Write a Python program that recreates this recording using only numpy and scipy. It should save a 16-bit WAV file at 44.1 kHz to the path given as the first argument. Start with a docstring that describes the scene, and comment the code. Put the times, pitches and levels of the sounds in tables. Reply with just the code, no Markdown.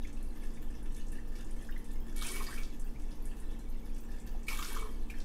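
"""In a small room, over the hum and throb of household machines, spirit trickles from a bottle's spout
into a small metal measure held over a blender jar. Impacts excite the measure's resonances, trapped
bubbles ring and droplets spit. At 2.2 s the measure is tipped: the shot splashes into the jar, churns
up bubbles and sets the air column booming; then the measure knocks. The trickle goes on. At 4.5 s a
knock and a second shot come together, and a last knock follows at 5.1 s."""
import sys
import numpy as np
from scipy import signal
from scipy.fft import rfft, irfft
from scipy.io import wavfile
from scipy.ndimage import uniform_filter1d, map_coordinates

SR = 44100
rng = np.random.default_rng(int(sys.argv[2]) if len(sys.argv) > 2 else 0)


def store_wav(level_fs):
    """Save 16-bit WAV to argv[1]."""
    pcm = np.round(np.clip(np.atleast_2d(level_fs), -1, 1) * 32767)
    wavfile.write(sys.argv[1], SR, pcm.T.astype(np.int16))


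N = 231392
T = np.arange(N) / SR

# The tipped shots: start t/s, lead of the first drops/s, emptying time/s, relative splash level/dB,
# sag/(dB/s), boom delay/s, relative boom level/dB, boom f/Hz
SHOTS = [(2.218, .05, 0.35, -45.5, 26, .16, -51, 403.2), (4.484, .008, 0.28, -46, 11.5, .35, -50.5, 427)]


def undb(db):
    """Amplitude ratio for a level in decibels."""
    return 10 ** (np.asarray(db) / 20)


def unit(x):
    """Normalisation to an rms of 1."""
    return x / np.sqrt(np.mean(x ** 2))


def add(out, start_s, sound):
    """Superposition: mix a sound in from the given time."""
    i = max(int(start_s * SR), 0)
    out[i:i + len(sound)] += sound[:max(N - i, 0)]


def walk(rate):
    """Smooth random modulation of spread near 1, changing rate times a second."""
    step = int(SR / rate)
    held = np.repeat(rng.standard_normal(N // step + 1), step)
    return 1.3 * uniform_filter1d(held, step)[:N]


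def colour(x, points):
    """Minimum-phase filter through points (f/Hz, gain/dB)."""
    hz, db = np.transpose(points)
    f = np.maximum(np.arange(N + 1) * SR / (2 * N), 1)
    cepstrum = irfft(np.log(undb(np.interp(np.log(f), np.log(hz), db))))
    cepstrum[1:N] *= 2  # folding onto positive time makes the filter causal
    cepstrum[N + 1:] = 0
    return irfft(rfft(x, 2 * N) * np.exp(rfft(cepstrum)))[:N]


def resonance(x, hz, width_hz):
    """Second-order resonator with gain 1 at its centre."""
    quality = hz / min(width_hz, SR / 4)
    return signal.lfilter(*signal.iirpeak(min(hz, SR / 2 - 1), quality, fs=SR), x)


def vessel(x, modes):
    """Forced vibration: the driving sound plus the modes that it excites."""
    return x + sum(undb(db) * resonance(x, hz, width) for hz, width, db in modes)


def machines():
    """Fans and compressor give a wavering line spectrum whose close tones beat, over broadband noise."""
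    # Tones of fans and compressor: f/Hz, relative level/dB
    tones = [(18.7, -37.9), (23.3, -40.3), (53.8, -57.4), (58.5, -60.7), (113.9, -67), (119.9, -68),
             (161.5, -72.7), (192.3, -64.8), (227.9, -57.8), (233.8, -68.3), (239.9, -65), (270, -75),
             (292.2, -61.9), (335.7, -74.5), (473.7, -71), (525.9, -72.9), (552.6, -83), (584.3, -81.6)]
    # Spectra of their rumble and of moving air: f/Hz, spectral density level/dB
    rumble_spectrum = [(3, -54), (12, -50.5), (20, -61.5), (30, -66.5), (40, -60.5), (58, -69), (72, -77.5),
                       (88, -99), (150, -125)]
    air_spectrum = [(60, -112), (100, -79.5), (200, -84), (330, -79), (375, -85), (405, -84.5),
                    (470, -85.5), (540, -95), (660, -94), (860, -92), (1250, -98.5), (1600, -104),
                    (4000, -112), (15000, -117)]
    hum = np.zeros(N)
    for hz, db in tones:
        amplitude = np.sqrt(2) * undb(db + .9 * walk(3))
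        hum += amplitude * np.sin(2 * np.pi * (hz * T + rng.random()) + .25 * walk(3))
    rumble = colour(rng.standard_normal(N) * np.sqrt(SR / 2), rumble_spectrum)
    air = colour(rng.standard_normal(N) * np.sqrt(SR / 2), air_spectrum)
    return undb(.5) * hum + rumble + air * undb(.5 * walk(5.57))


def stream():
    """Amplitude envelope of the spout's flow: steady, with brief surges, a little louder during shots."""
    # Surges of the stream: t/s, relative level/dB
    surges = [(.02, -56), (.45, -72), (1.0, -61.5), (1.38, -61.5), (1.67, -63.5), (3.97, -71), (4.28, -69),
              (5.19, -63)]
    rise_s, fall_s = .046, .019
    surging = sum(undb(db) * np.exp(-np.maximum((s - T) / rise_s, (T - s) / fall_s)) for s, db in surges)
    tipped = sum((T > s) & (T < s + empty_s + .2) for s, _, empty_s, *_ in SHOTS)
    return undb(-66 + 2.5 * uniform_filter1d(tipped * 1., size=2048)) + surging


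def impacts(rate, spread_db, decay_s):
    """Poisson process of droplet impacts, most tiny and a few large, each a decaying puff of noise."""
    chance, size, spray = rng.random(N), rng.exponential(size=N), rng.standard_normal(N)
    hits = (chance < rate / SR) * undb(spread_db * np.minimum(size, 4)) ** 2
    energy = signal.lfilter([1], [1, -np.exp(-2 / (decay_s * SR))], hits + 1e-12)
    return spray * np.sqrt(energy)


def scatter(x, t60, wet_db, size):
    """Diffuse reflection off walls and heaving liquid: each band's energy lingers as decaying noise."""
    frames = dict(nperseg=size, noverlap=size - size // 4)
    sound = signal.stft(x, **frames)[2]
    noise = signal.stft(rng.standard_normal(N), **frames)[2]
    retained = 1e-6 ** (size / 4 / SR / t60)  # share of energy left after each hop
    energy = signal.lfilter([0, 0, 1 - retained], [1, -retained], np.abs(sound) ** 2 + 1e-30)
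    echoes = signal.istft(np.sqrt(energy) * noise / np.std(noise), **frames)[1]
    return x + undb(wet_db) * echoes[:N]


def wander(x, depth_db, patch_s, patch_hz):
    """Spectral modulation: the stream strikes ever new spots, so patches of spectrum flare and fade."""
    hz, s, sound = signal.stft(x, SR, nperseg=256)
    place = np.meshgrid(hz / patch_hz, s / patch_s, indexing="ij")
    field = map_coordinates(rng.uniform(-1, 1, (64, 512)), place, order=1)
    return signal.istft(sound * undb(depth_db * field))[1][:N]


def bubble(hz, cycles, rise):
    """Trapped air rings as a damped oscillator whose pitch climbs as it nears the surface."""
    age = np.arange(int(cycles / hz * SR)) * hz / SR / cycles  # 0 to 1 over a decay of 60 dB
    onset = 1 - np.exp(-age * cycles / 1.48)
    phase = 2 * np.pi * cycles * (age + rise * age ** 2 / 2)
    return onset * 1000 ** -age * np.sin(phase)


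def froth(flow, low_hz, high_hz, cycles, rise, spread_db, count):
    """Air entrainment: bubbles of random size sum incoherently, as loud as the flow that makes them."""
    out, wet_times = np.zeros(N), T[flow > 1e-6]
    for when, size, life, strength in rng.random((count, 4)):
        ring = bubble(low_hz * (high_hz / low_hz) ** size, cycles * (.5 + life), rise)
        add(out, wet_times[int(when * len(wet_times))], undb(spread_db * strength) * ring)
    return unit(out) * np.sqrt(len(wet_times) / N) * flow


def trickle():
    """Impact excitation: the thin stream patters on the measure, drives its modes and fizzes."""
    # Spectrum of the spray: f/Hz, relative level/dB
    spectrum = [(300, 16.5), (1000, -0.5), (2000, -2), (4000, -4.5), (6000, -2.5), (10000, -4),
                (13000, -5.5), (16000, -42)]
    # Resonances of the measure: f/Hz, bandwidth/Hz, gain/dB
    measure_modes = [(1710, 30, 11), (1748, 87, 13), (2260, 23, -9), (2480, 39, -5), (2656, 90, 10),
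                     (2888, 68, 5.5), (3030, 59, -3), (3410, 74, 9.5), (5080, 68, 2), (5760, 720, -14.5)]
    flow = stream()
    patter = scatter(impacts(rate=320, spread_db=5, decay_s=.0018), t60=.059, wet_db=2, size=128)
    patter = wander(patter, depth_db=7, patch_s=.03, patch_hz=1200)
    patter *= undb(2.2 * np.tanh(walk(25)))  # the level flutters
    patter = unit(vessel(colour(patter, spectrum), measure_modes))
    fizz = froth(flow, low_hz=1997, high_hz=13100, cycles=112, rise=.12, spread_db=20, count=1400)
    return undb(1) * flow * patter + undb(-8) * fizz


def drops(start, length_s, per_s, db, spread_db, low_hz, high_hz):
    """Jittered train of up to 64 chance events, as rows (t/s, level/dB, f/Hz)."""
    rows = []
    for k, (when, strength, size) in enumerate(rng.random((64, 3))):
        s = start + (k + when) / per_s
        if s < start + length_s:
            rows.append((s, db + spread_db * (2 * strength - 1), low_hz * (high_hz / low_hz) ** size))
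    return rows


def plops():
    """Bubble resonance: the larger bubbles ring one by one, with the jar's short echo."""
    # The loudest single bubbles: t/s, relative level/dB, f/Hz
    loudest = [(.048, -40, 2140), (.171, -49.5, 2600), (.573, -47, 2170), (1.184, -43.5, 1810),
               (1.689, -39.5, 1600), (1.724, -42.5, 2860), (1.761, -41.5, 1880), (2.213, -33.5, 3720),
               (2.218, -36.5, 1206), (2.246, -35, 2340), (2.398, -37, 2320), (2.406, -35, 1094),
               (2.467, -30.5, 4600), (2.487, -34.5, 1113), (2.525, -34.5, 1720), (2.959, -50, 2260),
               (3.314, -46, 2840), (4.345, -47, 770), (4.507, -38.5, 990), (4.589, -33, 1180),
               (4.618, -34, 1200), (4.763, -30, 1190), (4.821, -36, 1110), (4.856, -39, 1040),
               (5.139, -40, 1720)]
    # Lesser ones come by chance: plinks in the measure, deeper glugs in the jar during a shot.
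    plinks = drops(0, N / SR, per_s=6, db=-55.5, spread_db=5, low_hz=1530, high_hz=2300)
    glugs = []
    for start, _, empty_s, *_ in SHOTS:
        glugs += drops(start, empty_s, per_s=35, db=-44.5, spread_db=5.5, low_hz=847, high_hz=2100)
    out = np.zeros(N)
    for s, db, hz in list(loudest) + plinks + glugs:
        add(out, s, undb(db) * bubble(hz, cycles=39.7, rise=.14))
    return undb(-1.5) * scatter(out, t60=.054, wet_db=2, size=256)


def spits():
    """Band-limited transients: a droplet bursts with a bright tick and a short shower of finer ones."""
    # The loudest droplets against the walls: t/s, relative level/dB, centre f/Hz
    loudest = [(.2267, -52.5, 9900), (.964, -50.5, 9600), (1.1183, -50, 9700), (1.6222, -53, 9500),
               (1.8423, -54, 8860), (2.1622, -43.5, 10800), (2.2224, -36.5, 4210), (2.265, -36, 7500),
               (2.3156, -38.5, 9500), (2.632, -47, 4460), (2.7955, -48.5, 8800), (3.254, -46, 9450),
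               (3.9813, -54.5, 8090), (4.272, -51, 5570), (4.625, -35, 3320), (4.645, -39, 5100),
               (5.201, -48, 4960)]
    faint = drops(0, N / SR, per_s=13, db=-56, spread_db=5, low_hz=6100, high_hz=15100)
    attack_s, tick_s, shower_s = .0015, .0024, .015
    out, t = np.zeros(N), T[:SR // 8]
    shape = (1 - np.exp(-t / attack_s)) * (np.exp(-t / tick_s) + undb(-11) * np.exp(-t / shower_s))
    for s, db, hz in list(loudest) + faint:
        burst = rng.standard_normal(len(t)) * shape
        tick = resonance(resonance(burst, hz, width_hz=4000), hz, width_hz=4000)
        add(out, s, undb(db) * tick / np.abs(tick).max())
    return undb(2.5) * out


def gush(start, lead_s, empty_s, db, sag_db_per_s):
    """Amplitude envelope of a shot: first drops, a sudden landing, a sag while emptying, a dribble."""
    attack_s, dribble_s, drain_db_per_s = .0087, .5, 130.5
    landing, end = start - attack_s, start + empty_s
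    lead_db, end_db = db - 8.5, db - sag_db_per_s * empty_s
    times = [landing - lead_s, landing, start, end, end + dribble_s]
    levels = [lead_db, lead_db, db, end_db, end_db - drain_db_per_s * dribble_s]
    return undb(np.interp(T, times, levels, left=-200, right=-200))


def shot(start, lead_s, empty_s, db, sag_db_per_s, boom_delay_s, boom_db, boom_hz):
    """Dense impacts of a tipped shot excite the jar's modes; bubbles churn and the air column booms."""
    # Spectrum of the splash: f/Hz, relative level/dB
    spectrum = [(200, -41), (450, 2.5), (720, 2), (1100, -13.5), (2000, -0.5), (4000, 3.5), (6300, 3),
                (9000, 5.5), (12000, 2), (16000, -6)]
    # Resonances of the jar: f/Hz, bandwidth/Hz, gain/dB
    jar_modes = [(1083, 45, -19), (1210, 68, 19), (1570, 51, -27), (1813, 65, 8.5), (2264, 16, 23),
                 (2544, 42, 5.5), (2620, 47, 0), (3180, 370, -0.5), (4210, 40, 1), (4600, 100, -9),
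                 (6000, 68, -21), (8200, 46, -34)]
    flow = gush(start, lead_s, empty_s, db, sag_db_per_s)
    splash = impacts(rate=1500, spread_db=3.5, decay_s=.001)
    splash = wander(splash, depth_db=8.5, patch_s=.026, patch_hz=1700)
    splash = unit(vessel(colour(splash, spectrum), jar_modes))
    churn = froth(flow, low_hz=995, high_hz=10970, cycles=58, rise=.18, spread_db=10, count=500)
    boom = air_column(start + boom_delay_s, boom_hz)
    return undb(-1) * flow * splash + undb(-8) * churn + undb(boom_db - 3.5) * boom


def air_column(peak_s, hz):
    """Cavity resonance: driven at random, the jar's air sounds a narrow band, rising with the liquid."""
    swell_db_per_s, hold_s, fade_db_per_s, rise_hz_per_s = 87, .081, 160, 110
    phase = 2 * np.pi * np.cumsum(hz + rise_hz_per_s * (T - peak_s)) / SR
    band = walk(80) * np.sin(phase) + walk(80) * np.cos(phase)
    before_s = np.maximum(peak_s - hold_s / 2 - T, 0)
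    after_s = np.maximum(T - peak_s - hold_s / 2, 0)
    return band * undb(-swell_db_per_s * before_s - fade_db_per_s * after_s)


def knocks():
    """Damped free vibration: the hand-held measure touches spout or rim, cracks softly and rings."""
    # Touches of the measure: t/s, relative level/dB
    touches = [(2.578, -41), (4.482, -30), (5.099, -40)]
    # Its hand-damped modes: f/Hz, relative level/dB, t60/s
    modes = [(2185, -4.5, 0.13), (2387, 17, 0.026), (2590, 3, 0.056), (2750, -7, 0.11), (3000, -1.5, 0.048),
             (4100, -20, 0.054)]
    attack_s, crack_s = .0039, .01
    out, t = np.zeros(N), T[:SR // 4]
    onset = 1 - np.exp(-t / attack_s)
    for s, db in touches:
        ring = np.zeros(len(t))
        for hz, mode_db, t60 in modes:
            phase = 2 * np.pi * hz * t + rng.uniform(0, 2 * np.pi)
            ring += undb(mode_db) * 1000 ** (-t / t60) * np.sin(phase)
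        crack = resonance(rng.standard_normal(len(t)), hz=3300, width_hz=11000) * np.exp(-t / crack_s)
        add(out, s, undb(db) * onset * (undb(-6.5) * ring + undb(-3.5) * crack))
    return out


def reflect(x, wet_db, count):
    """Early reflections: delayed copies return from the jar's walls, the counter and the wall behind."""
    out, gain = x.copy(), undb(wet_db) / np.sqrt(count)
    for lag, sign in rng.random((count, 2)):
        add(out, .001 + .022 * lag, gain * np.sign(sign - .5) * x)
    return out


def scene():
    """Superposition: the pouring and its reverberation in the small room add to the machines' drone."""
    background = machines()
    spray = trickle() + sum(shot(*row) for row in SHOTS) + spits()
    near = reflect(spray, wet_db=-4, count=24) + plops() + knocks()
    return (scatter(near, t60=.37, wet_db=-7, size=1024) + background)[None]


def record(dry):
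    """Band limiting: a steep elliptic low-pass removes the highest treble."""
    top_hz = 15600
    return signal.sosfilt(signal.ellip(10, .2, 80, top_hz, fs=SR, output="sos"), dry)


dry = scene()
out = record(dry)
store_wav(out)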